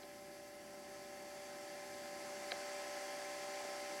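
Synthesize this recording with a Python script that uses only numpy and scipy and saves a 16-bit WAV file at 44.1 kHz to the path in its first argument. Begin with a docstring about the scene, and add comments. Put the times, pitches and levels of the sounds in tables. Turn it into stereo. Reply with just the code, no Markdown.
"""Silent, snowy woods: a tape camcorder zooms in and hears only itself.
The bed is head drum hum, with the transport whirring and hissing through the case. Over it the lens
motor purrs until the barrel clicks on its end stop; then a hand softly bumps the case.
The zoom microphone follows the lens: its centre signal swells, so the image narrows toward mono."""
import sys
import numpy as np
from scipy import signal
from scipy.fft import rfft, irfft
from scipy.io import wavfile
from scipy.ndimage import uniform_filter1d

SR = 44100
rng = np.random.default_rng(int(sys.argv[2]) if len(sys.argv) > 2 else 0)


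def file_out(sig):
    """Save sig as 16-bit WAV at sys.argv[1]."""
    # one column per channel
    cols = np.atleast_2d(sig).T
    # limit, then scale
    lim = np.clip(cols, -1, 1)
    pcm = np.round(lim * 32767).astype(np.int16)
    wavfile.write(sys.argv[1], SR, pcm)


N = 176400
TIME, FREQS = np.arange(N) / SR, np.fft.rfftfreq(N, 1 / SR)

# colour of the noise that differs between the two capsules: f/Hz, relative level/dB
CAPSULE_COLOUR = [(20, -15), (100, -5), (350, 0), (600, 2), (1300, -7), (1900, -3.5), (2800, -10.5),
                  (4000, -12), (4700, -11), (8700, -17), (9600, -43), (16000, -67)]
# whine of the transport gears: f/Hz, level/dB at full zoom
GEAR_TONES = [(4210, -82), (4296, -73), (4544, -69.5), (4630, -72.5), (4710, -75.5), (4877, -83)]
# tape and bearing noise coloured by the case: f/Hz, relative level/dB
WHIRR_COLOUR = [(20, -113), (60, -107), (150, -94.5), (220, -87.5), (270, -93.5), (320, -85.5),
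                (410, -87.5), (470, -96.5), (560, -85), (700, -84), (810, -82.5), (900, -89.5), (1050, -88),
                (1190, -93.5), (1320, -87), (1440, -89), (1540, -88), (1700, -84), (2080, -86),
                (2260, -92.5), (2370, -85.5), (2480, -93.5), (3200, -92.5), (3900, -96), (4300, -94.5),
                (4600, -90), (6300, -91.5), (6900, -95), (7500, -92.5), (9000, -99), (10100, -97),
                (10600, -102), (11600, -101), (14000, -111), (16000, -113)]
# hum of the head drum: multiple of its speed, level/dB before trim and zoom
DRUM_HARMONICS = [(1, -83.5), (4, -69), (5, -66), (6, -61.5), (8, -69), (9, -50.5), (10, -73.5), (11, -74),
                  (12, -55.5), (13, -66), (16, -63), (20, -67), (24, -75), (26, -66), (32, -62.5),
                  (33, -71.5), (34, -72.5), (36, -72.5), (40, -72.5), (42, -71.5)]
# bumps of the hand on the case: t/s, length/s, level/dB
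HAND_BUMPS = [(2.614, .03, -58), (3.61, .018, -53), (3.65, 0.024, -51)]
# colour of a bump: f/Hz, relative level/dB
HAND_COLOUR = [(20, -55), (150, -37), (400, -12), (600, -11), (800, -5), (950, -17), (3000, -32),
               (16000, -70)]
# lens motor tones: f/Hz, level/dB at full zoom
MOTOR_TONES = [(119.9, -83), (209.8, -71), (239.8, -74), (359.6, -69.5)]
# lens motor rustle: f/Hz, relative level/dB
MOTOR_COLOUR = [(20, -35), (110, -22), (150, -0.5), (240, 2), (400, -4), (500, -12), (2000, -11),
                (16000, -58)]
# lens clicks, setting off and meeting the end stop: t/s, gain/dB
LENS_CLICKS = [(.033, -48), (2.5187, -29)]
# ring of the lens barrel and case: f/Hz, relative level/dB, t60/s
CASE_MODES = [(545, -5.5, 0.039), (713, -4.5, 0.037), (1260, -7.5, .017), (1630, 1.5, 0.013),
              (2240, -0.5, 0.012), (3260, 0, 0.0091), (4050, 2, 0.0096)]
# lens travel: t/s, zoom (0 wide, 1 full)
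ZOOM_TRAVEL = [(0, 0.031), (.55, 0.025), (1, 0.26), (1.5, 0.47), (2, 0.6), (2.35, 0.8), (2.6, 1), (4, 1)]
# gain that the zoom microphone gives up at the wide end: f/Hz, cut/dB
WIDE_END_CUT = [(20, -2), (65, -2), (120, -2), (200, 3.5), (350, 3), (480, 7.5), (585, 7), (800, 9.7),
                (2000, 10.5), (4000, 9.5), (8000, 9.5), (11000, 4.5), (16000, 2.5)]


def amp(db):
    """Decibels to gain."""
    return 10 ** (np.asarray(db) / 20)


def unit(x):
    """Scales to rms 1."""
    return x / np.sqrt(np.mean(x ** 2) + 1e-20)


def curve_db(points, hz):
    """Reads an EQ curve on a log-frequency axis."""
    f, db = np.transpose(points)
    return np.interp(np.log(hz + 1), np.log(f + 1), db)


def noise(colour):
    """Noise of rms 1 with the given EQ curve."""
    return unit(irfft(rfft(rng.standard_normal(N)) * amp(curve_db(colour, FREQS)), N))


def drift(rate_hz):
    """Slow random wander of rms 1."""
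    return unit(irfft(rfft(rng.standard_normal(N)) * (FREQS > 0) / (1 + (FREQS / rate_hz) ** 4), N))


def moving_eq(x, gain_db):
    """Applies gain_db(hz, t), an EQ that moves over time."""
    hz, t, frames = signal.stft(x, SR, nperseg=1024, noverlap=768)
    return signal.istft(frames * amp(gain_db(hz, t)), SR, nperseg=1024, noverlap=768)[1][:N]


def tone(turns, db):
    """A sine of the given rms level that follows a count of turns."""
    return np.sqrt(2) * amp(db) * np.sin(2 * np.pi * (turns + rng.random()))


def zoom_at(t):
    """Lens position, 0 wide to 1 full."""
    return np.interp(t, *np.transpose(ZOOM_TRAVEL))


def capsule_noise():
    """Faint noise between the capsules gives width; its bass thins as the zoom closes in."""
    def bass_shelf(hz, t, cut_db=16, corner_hz=200):
        return -cut_db / (1 + hz[:, None] / corner_hz) * zoom_at(t)
    return amp(-63.5) * moving_eq(noise(CAPSULE_COLOUR), bass_shelf)


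def gear_whine(wow=0.0011):
    """The transport gears sing a faint cluster of high, slightly unsteady tones."""
    wavering_time = np.cumsum(1 + wow * drift(rate_hz=6.6)) / SR
    return sum(tone(hz * wavering_time, db) for hz, db in GEAR_TONES)


def tape_whirr(drum_turns, flicker_db=0.98, throb_depth=0.048):
    """Tape hiss through the case, throbbing a little as each of the two heads sweeps past."""
    def flicker(hz, t):
        speckle = rng.standard_normal((len(hz), len(t)))
        across_bands = uniform_filter1d(speckle, size=10, axis=0)
        return flicker_db * unit(uniform_filter1d(across_bands, size=10, axis=1))
    throb = 1 + throb_depth * np.cos(2 * np.pi * 2 * drum_turns)
    return amp(-50.5) * moving_eq(noise(WHIRR_COLOUR), flicker) * throb


def drum_hum(turns, trim_db=0.28, waver_db=0.39):
    """The spinning head drum hums on multiples of its speed."""
    return sum(tone(k * turns, trim_db + db + waver_db * drift(rate_hz=8.5)) for k, db in DRUM_HARMONICS)


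def hand_bumps():
    """The hand shifts on the case: soft, dull puffs of noise."""
    swells = sum(amp(db) * np.exp(-(2 * (TIME - at) / length) ** 2) for at, length, db in HAND_BUMPS)
    return noise(HAND_COLOUR) * swells


def lens_motor(start_s=0.028, stop_s=2.5, fade_s=0.08, waver_db=1.5):
    """The zoom motor purrs and rustles while the lens travels."""
    running = np.clip((TIME - start_s) / fade_s, 0, 1) * np.clip((stop_s - TIME) / fade_s, 0, 1)
    purr = sum(tone(hz * TIME, db + waver_db * drift(rate_hz=0.86)) for hz, db in MOTOR_TONES)
    return running * (purr + amp(-69.5) * noise(MOTOR_COLOUR))


def lens_click(start_s, db, body_lag_s=0.0018, rub_s=0.009, rub_hz=4300, rub_width_hz=380):
    """A short rub, then the barrel seats with a snap and the low modes of the case follow."""
    t, ring = TIME - start_s, np.zeros(N)
    for hz, mode_db, t60 in CASE_MODES:
        age = np.clip(t - body_lag_s * (hz < 1000), 0, t60 * 2)
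        attack = np.minimum(age * hz / 2, 1)  # opens over two cycles
        decay = np.exp(-np.log(1000) * age / t60)
        ring += amp(mode_db) * attack * decay * np.sin(2 * np.pi * hz * age)
    band = np.exp(-((FREQS - rub_hz) / rub_width_hz) ** 2 / 2)
    rub = unit(irfft(rfft(rng.standard_normal(N)) * band, N)) * ((t > -rub_s) & (t < 0))
    return amp(db) * (ring + amp(-18.5) * rub)


def zoom_microphone(centre):
    """The centre signal rises with the zoom, most in the midrange."""
    return moving_eq(centre, lambda hz, t: -curve_db(WIDE_END_CUT, hz)[:, None] * (1 - zoom_at(t)))


def left_lean(transport, knocks, motor, top_hz=7960):
    """Side signal: the transport sits nearer the left capsule; knocks and motor lean left too."""
    spill = amp(-22.5) * transport + amp(-18) * knocks + amp(-17.5) * motor
    return irfft(rfft(spill) / (1 + (FREQS / top_hz) ** 20), N)


def case_rocking(hum, knocks, resonance_hz=580, width_hz=110):
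    """Side signal: the case rocks near one resonance and moves the capsules against each other."""
    drive = 1j * rfft(amp(-22.5) * hum + amp(-3) * knocks)  # a quarter cycle ahead of the centre
    return irfft(drive / (1 + ((FREQS - resonance_hz) / width_hz) ** 2), N)


def scene(drum_hz=64.91, drum_wow=0.00053):
    """Mixes the layers as centre and side, then decodes to left and right."""
    drum_turns = drum_hz * np.cumsum(1 + drum_wow * drift(rate_hz=5.7)) / SR
    hum = drum_hum(drum_turns)
    transport = tape_whirr(drum_turns) + gear_whine()
    motor = lens_motor()
    knocks = hand_bumps() + sum(lens_click(at, db) for at, db in LENS_CLICKS)
    centre = zoom_microphone(hum + transport + motor) + knocks
    side = capsule_noise() + left_lean(transport, knocks, motor) + case_rocking(hum, knocks)
    return np.array([centre + side, centre - side])


def record(dry):
    """The camcorder's band limit: a steep high cut."""
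    high_cut = signal.firwin(1023, cutoff=16450, window=("kaiser", 9), fs=SR)
    return signal.oaconvolve(dry, high_cut[None], "same")


dry = scene()
out = record(dry)
file_out(out)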